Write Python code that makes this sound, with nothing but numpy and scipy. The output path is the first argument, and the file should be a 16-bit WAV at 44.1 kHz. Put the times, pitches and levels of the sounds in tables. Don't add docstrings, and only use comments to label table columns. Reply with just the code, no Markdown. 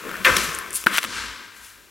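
import sys
import numpy as np
from scipy import signal
from scipy.fft import rfft, irfft, next_fast_len
from scipy.io import wavfile
from scipy.ndimage import uniform_filter1d

SR = 44100
rng = np.random.default_rng(int(sys.argv[2]) if len(sys.argv) > 2 else 0)


def master(y):
    cut = np.clip(np.atleast_2d(y).T, -1, 1)
    pcm = np.round(cut * 32767)
    wavfile.write(sys.argv[1], SR, pcm.astype(np.int16))


N = 83790
T = np.arange(N) / SR
STOMP_S = .2485
# pitch_hz, level_db, t60_s
SLAB_MODES = [(355, -10, .6), (524, -1, .7), (1020, -4, 1), (1067, 1, 1.2), (1138, 0, 1), (1289, 1, 1.1),
              (1563, 1, 1.2), (1766, -2, 1.2), (1823, -3, 1.1), (2047, -3, 1.1), (2205, -4, .9),
              (2377, -3, 1), (2557, -1, 1), (3303, -8, .7)]


def amp(db):
    return 10 ** (np.asarray(db) / 20)


def unit_rms(x):
    return x / np.sqrt(np.mean(x ** 2) + 1e-20)


def curve_at(points, hz):
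    freqs, values = np.transpose(points)
    return np.interp(np.log(hz + 1), np.log(freqs + 1), values)


def colour(x, gain_db):
    size = 2 * next_fast_len(N // 2 + 8192, True)
    gain = amp(gain_db(np.fft.rfftfreq(size, 1 / SR)))
    cepstrum = irfft(np.log(np.maximum(gain, 1e-6)))
    cepstrum[1:size // 2] *= 2
    cepstrum[size // 2 + 1:] = 0
    return irfft(rfft(x, size) * np.exp(rfft(cepstrum)), size)[..., :N]


def hiss(tone):
    return unit_rms(colour(rng.standard_normal(N), lambda hz: curve_at(tone, hz)))


def crackle(tone, per_s, spread_db, tilt_db=0):
    chance, size, rub = rng.random(N), rng.standard_normal(N), rng.standard_normal(N)
    breaks = (chance < per_s / SR) * np.sign(rub) * amp(spread_db * np.clip(size, -2, 2))
    gain_db = lambda hz: curve_at(tone, hz) + tilt_db * np.log2(np.maximum(hz, 500) / 1000)
    return unit_rms(colour(unit_rms(breaks) + .5 * rub, gain_db))


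def fader(points):
    times, db = np.transpose(points)
    gate = np.clip(np.minimum(T - times[0], times[-1] - T) / .005 + 1, 0, 1)
    return amp(np.interp(T, times, db)) * gate


def swell(peak_s, level_db, rise_db_per_s, fall_db_per_s, end_s):
    below_db = np.maximum((peak_s - T) * rise_db_per_s, (T - peak_s) * fall_db_per_s)
    return amp(level_db - below_db) * np.clip((end_s - T) / .013, 0, 1)


def hump(start_s, rise_s):
    age = np.maximum(T - start_s, 0) / rise_s
    return (age * np.exp(1 - age)) ** 2


def ping(start_s, level_db, pitch_hz, rise_s):
    return amp(level_db) * hump(start_s, rise_s) * np.sin(2 * np.pi * pitch_hz * (T - start_s))


def through_slab(x, lift_db=3.5, half_width_hz=26):
    peaks = lambda hz: sum(1 / (1 + ((hz - mode) / half_width_hz) ** 2) for mode, _, _ in SLAB_MODES)
    return colour(x, lambda hz: lift_db * (np.minimum(peaks(hz), 1) - .5))


def hollow(x, centre_hz=789, octaves=.15, dip_db=-15.5):
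    return colour(x, lambda hz: dip_db * np.exp(-(np.log2((hz + 1) / centre_hz) / octaves) ** 2))


def faint_hiss():
    # time_s, level_db
    levels = [(0, -43.5), (.24, -41.5), (.7, -46.5), (.86, -52.5), (1.9, -54.5)]
    # freq_hz, gain_db
    tone = [(1000, -2.5), (3500, -0.5), (10000, -3), (15500, -5)]
    return fader(levels) * hiss(tone)


def floor_under_boot():
    # peak_s, level_db, rise_db_per_s, fall_db_per_s, end_s
    shifts = [(0.059, -36.5, 300, 39, 0.42), (0.308, -30.5, 400, 57.5, 1.2), (0.689, -47.5, 148, 100, 0.77),
              (0.898, -40, 903, 81, .99), (1.79, -56, 400, 93, 1.94)]
    # freq_hz, gain_db
    shift_tone = [(30, -9), (90, -14.5), (180, -2.5), (310, 1.5), (470, 0), (700, -12), (1200, -43.5),
                  (4000, -79)]
    # time_s, level_db
    boom_levels = [(0.0, -52), (0.12, -61), (0.226, -45), (0.248, -52), (0.316, -35.5), (0.586, -46.5),
                   (0.628, -59), (0.756, -53), (0.776, -60), (0.878, -59), (0.894, -66), (1.046, -68),
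                   (1.078, -49), (1.27, -46), (1.422, -59.5), (1.9, -67)]
    # freq_hz, gain_db
    boom_tone = [(20, -30), (40, -26), (56, 0.5), (72, -23), (98, -9), (140, -36), (500, -78)]
    shuffle = sum(swell(*row) for row in shifts) * crackle(shift_tone, per_s=1500, spread_db=4)
    return shuffle + fader(boom_levels) * crackle(boom_tone, per_s=2300, spread_db=.5)


def slab_groans():
    # peak_s, level_db, rise_db_per_s, fall_db_per_s, end_s
    groans = [(.1, -36, 32, 8, .25), (0.264, -21, 1498, 42, .85), (.885, -30, 1500, 15, 1)]
    # freq_hz, gain_db
    tone = [(100, -39), (300, -16.5), (520, -11.5), (650, -14.5), (790, -16.5), (1050, -5), (1500, 0),
            (2000, -6.5), (2600, -6), (3500, -14), (5000, -27.5), (15000, -33)]
    cells = unit_rms(through_slab(crackle(tone, per_s=2300, spread_db=1)))
    return sum(swell(*row) for row in groans) * cells


def sole_thuds():
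    # start_s, level_db, pitch_hz, rise_s
    thuds = [(0.050, -29.5, 441, 0.0045), (.062, -32, 450, .008), (0.194, -37, 189, 0.015),
             (.262, -25.5, 351, .007), (.288, -23, 289, 0.0057), (.296, -28.5, 137, 0.013),
             (.363, -27.5, 188.6, 0.008), (.475, -35, 159, 0.013), (0.8635, -17.5, 228, 0.0032),
             (0.8663, -23, 335, 0.0058), (0.885, -36.5, 205.4, 0.019), (.915, -34.5, 294, .016),
             (1.05, -31, 280, 0.0027)]
    return sum(ping(*row) for row in thuds)


def foam_snaps():
    # start_s, level_db, pitch_hz, rise_s, splinter_db
    snaps = [(0.0915, -22.5, 1430, 0.001, -34), (0.114, -27, 1460, 0.00089, -30),
             (0.1413, -17.5, 1480, 0.00093, -36), (.167, -26, 1500, .0008, -32),
             (0.156, -19.5, 1620, 0.00088, -35), (.2480, -3, 2380, 0.00018, -14),
             (0.2513, -2, 2200, 0.00033, -14), (0.2535, -6, 2690, 0.00017, -13),
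             (0.2574, -12, 3000, 0.00026, -20), (0.2613, -10, 1700, 0.0014, -25),
             (0.266, -10, 3300, 0.0005, -26), (0.2785, -11, 1450, 0.0007, -30),
             (0.300, -10, 1380, 0.0013, -26), (.3660, -12.5, 5600, .0012, -25),
             (.3675, -11.5, 2880, .0005, -24), (0.8397, -27, 890, 0.00074, -20),
             (0.8626, -13, 1610, 0.00045, -26), (.8684, -5.5, 2440, 0.0003, -17),
             (0.8685, 2.5, 1487, 0.0012, -25), (.8690, -13.5, 955, .0011, -34),
             (.8632, -18, 596, 0.00079, -28), (0.9825, -0.5, 2510, 0.00036, -19.5),
             (0.9821, -9.5, 1400, 0.0008, -21), (1.0404, -11.5, 1880, 0.00034, -16)]
    # freq_hz, gain_db
    splinter_tone = [(500, 5), (3000, 6), (6000, -8.5), (11000, -1), (15500, -1), (18000, -27)]
    splinter = hiss(splinter_tone)
    cracks = sum(ping(start, db, hz, rise) + amp(splinter_db) * hump(start, rise) * splinter
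                 for start, db, hz, rise, splinter_db in snaps)
    low_cut = signal.butter(2, 430, "high", fs=SR, output="sos")
    return signal.sosfilt(low_cut, cracks)


def foam_settling():
    # time_s, level_db
    levels = [(.246, -32), (.252, -30), (.275, -28), (.315, -30.5), (.36, -29.5), (.385, -26.5),
              (.43, -28.5), (.5, -34.5), (.6, -45.5), (.7, -50.5), (.74, -50)]
    # freq_hz, gain_db
    tone = [(1500, -32), (2700, 2), (4000, -0.5), (6000, 0), (8500, -6), (11500, -6.5), (15800, -20)]
    return fader(levels) * crackle(tone, per_s=3700, spread_db=0)


def foam_crunches():
    # start_s, level_db, length_s, tilt_db_per_octave
    clumps = [(0.248, -21.5, .016, -1), (0.283, -20, 0.0033, -3), (0.3661, -14, 0.0049, 1),
              (0.3813, -18, .0006, 7), (0.943, -24.5, 0.006, -8.5), (0.974, -20, 0.0022, 10),
              (0.9814, -17.5, 0.0019, 1), (0.9866, -17, 0.002, 0), (1.029, -22.5, 0.0037, -2),
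              (1.0462, -23.5, 0.0056, -2)]
    # time_s, level_db
    squeeze = [(.855, -66), (.865, -28), (.90, -38.5), (.94, -25), (.975, -23), (.99, -33), (.999, -37),
               (1.025, -33), (1.06, -36.5), (1.1, -63)]
    # freq_hz, gain_db
    tone = [(150, -29), (480, -21), (680, -31), (850, -23.5), (1100, 0.5), (1600, 1), (2900, -2.5),
            (3600, -4), (4400, -9.5), (7000, -11), (10000, -9.5), (15500, -21)]
    out = fader(squeeze) * crackle(tone, per_s=3600, spread_db=4)
    for start, db, length, tilt in clumps:
        attack = np.clip((T - start) / .0003, 0, 1)
        release = np.exp(-np.maximum(T - start - length, 0) / .001)
        out += amp(db) * attack * release * crackle(tone, per_s=5700, spread_db=4.5, tilt_db=tilt)
    return out


def slab_crush(start_hz=2610, end_hz=1180, sag_s=.019, hold_s=.025, fall_db_per_s=274):
    out = np.zeros(N)
    for k, (jitter, detune, size) in enumerate(rng.standard_normal((52, 3))):
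        age = abs(k + .396 * jitter) * .0011
        hz = (end_hz + (start_hz - end_hz) * np.exp(-age / sag_s)) * np.exp(.27 * detune)
        db = -9.5 + 2 * size - fall_db_per_s * max(age - hold_s, 0)
        out += ping(STOMP_S + age, db, hz, rise_s=.00038)
    return out


def slab_ring(level_db=-29, rise_s=.0023):
    age = np.maximum(T - STOMP_S, 0)
    drifts = 4 * np.cumsum(rng.standard_normal((len(SLAB_MODES), N)), axis=1) / np.sqrt(SR)
    modes = sum(amp(db - 60 * age / t60) * np.sin(2 * np.pi * hz * age + drift)
                for (hz, db, t60), drift in zip(SLAB_MODES, drifts))
    return amp(level_db) * modes * (1 - np.exp(-age / rise_s))


def slab_flex(start_s=.256, start_hz=544.4, sag_hz_per_s=750):
    judder = 1 + .8 * unit_rms(uniform_filter1d(rng.standard_normal(N), size=180))
    mean_hz = start_hz - sag_hz_per_s * (T - start_s) / 2
    return judder * ping(start_s, -23.5, mean_hz, rise_s=.023)


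def plastic_sheet(tick_rise_s=.00016, tick_noise_db=-11):
    # peak_s, level_db, rise_db_per_s, fall_db_per_s, end_s
    rustles = [(.437, -30, 700, 500, .6), (.545, -41, 300, 200, .7), (.759, -27.5, 850, 400, .83),
               (.81, -38, 260, 90, .86), (1.568, -49, 600, 260, 1.7), (1.648, -44, 330, 110, 1.95)]
    # start_s, level_db, pitch_hz
    creases = [(.5496, -10, 9000), (.5546, -23, 9800), (.5885, -11, 10200), (.5982, -26, 10500),
               (.7069, -15.5, 9300), (.7303, -16, 9500), (.7328, -20, 9300), (.7386, -17, 9400),
               (.7448, -16, 9000), (.7503, -15, 9700), (.7559, -13, 9900)]
    # freq_hz, gain_db
    film_tone = [(800, -74), (2300, -10.5), (4500, -8), (7000, -4.5), (8600, -6.5), (9900, -4),
                 (11500, -7.5), (13000, -9), (15800, -17)]
    # freq_hz, gain_db
    swish_tone = [(4000, -40), (7500, -9), (9000, -3), (9900, 1), (11000, -5), (12500, -13), (15800, -18)]
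    rustle = sum(swell(*row) for row in rustles) * crackle(film_tone, per_s=6000, spread_db=1)
    swish = swell(.758, -23.5, 750, 330, end_s=.787) * crackle(swish_tone, per_s=2000, spread_db=3)
    tick_noise = amp(tick_noise_db) * hiss(film_tone)
    ticks = sum(ping(start, db, hz, tick_rise_s) + amp(db) * hump(start, tick_rise_s) * tick_noise
                for start, db, hz in creases)
    return rustle + swish + ticks


def floor_scuff():
    # freq_hz, gain_db
    tone = [(120, -22), (200, -6), (275, 0), (360, -8), (460, -4), (650, -19), (1500, -55)]
    return swell(1.09, -41.5, 90, 38, end_s=1.8) * crackle(tone, per_s=1500, spread_db=3)


def boot_drag(sing_hz=1593, half_width_hz=35, sing_db=6.5, dull_db_per_s=23):
    # time_s, level_db
    levels = [(1.06, -46), (1.064, -40), (1.176, -30.5), (1.538, -47), (1.67, -49), (1.774, -53),
              (1.9, -58)]
    # freq_hz, gain_db
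    tone = [(290, -23), (500, -21), (603, -23.5), (829, -18), (958, -6.5), (1500, -3.5), (2150, -6),
            (2350, -5), (2710, -8), (4500, -9.5), (7560, -16), (10400, -21.5), (15800, -39)]
    rub = crackle(tone, per_s=5000, spread_db=2)
    rub = unit_rms(colour(rub, lambda hz: sing_db / (1 + ((hz - sing_hz) / half_width_hz) ** 2)))
    body = signal.sosfiltfilt(signal.butter(2, 4500, fs=SR, output="sos"), rub)
    treble = (rub - body) * amp(-dull_db_per_s * np.maximum(T - 1.2, -.1))
    return amp(1.5) * fader(levels) * (body + treble)


def scene(room_db=-13, room_t60_s=.065, room_tone_db=-64):
    # freq_hz, lead_db
    left_lead = [(60, .7), (160, 8), (350, 5.6), (700, 4.6), (1400, 3.6), (5000, 3), (11000, 4)]
    # freq_hz, gain_db
    room_tone = [(25, -8), (57, 9), (110, -8), (400, -3), (700, -17), (1400, -7), (5000, -25), (15800, -29)]
    direct = hollow(sole_thuds() + foam_snaps() + through_slab(slab_crush() + slab_flex()))
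    direct += slab_ring() + slab_groans() + foam_settling() + foam_crunches()
    direct += plastic_sheet() + faint_hiss() + floor_under_boot() + floor_scuff() + boot_drag()
    delay = T[:SR // 4]
    walls = rng.standard_normal((2, len(delay))) * amp(-60 * delay / room_t60_s)
    echoes = signal.fftconvolve(direct[None], walls / np.linalg.norm(walls[0]), axes=1)[:, :N]
    channels = []
    for echo, side in zip(echoes, (-1, 1)):
        pan_db = lambda hz: 20 * np.log10(2 / (1 + amp(side * curve_at(left_lead, hz))))
        at_microphone = colour(direct + amp(room_db) * echo, pan_db)
        channels.append(at_microphone + amp(room_tone_db) * hiss(room_tone))
    return np.array(channels)


def record(dry, top_hz=15850):
    rounded = dry / (1 + np.abs(dry) ** 6) ** (1 / 6)
    size = next_fast_len(N + SR // 4)
    in_band = np.fft.rfftfreq(size, 1 / SR) < top_hz
    return irfft(rfft(rounded, size) * in_band, size)[:, :N]


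dry = scene()
out = record(dry)
master(out)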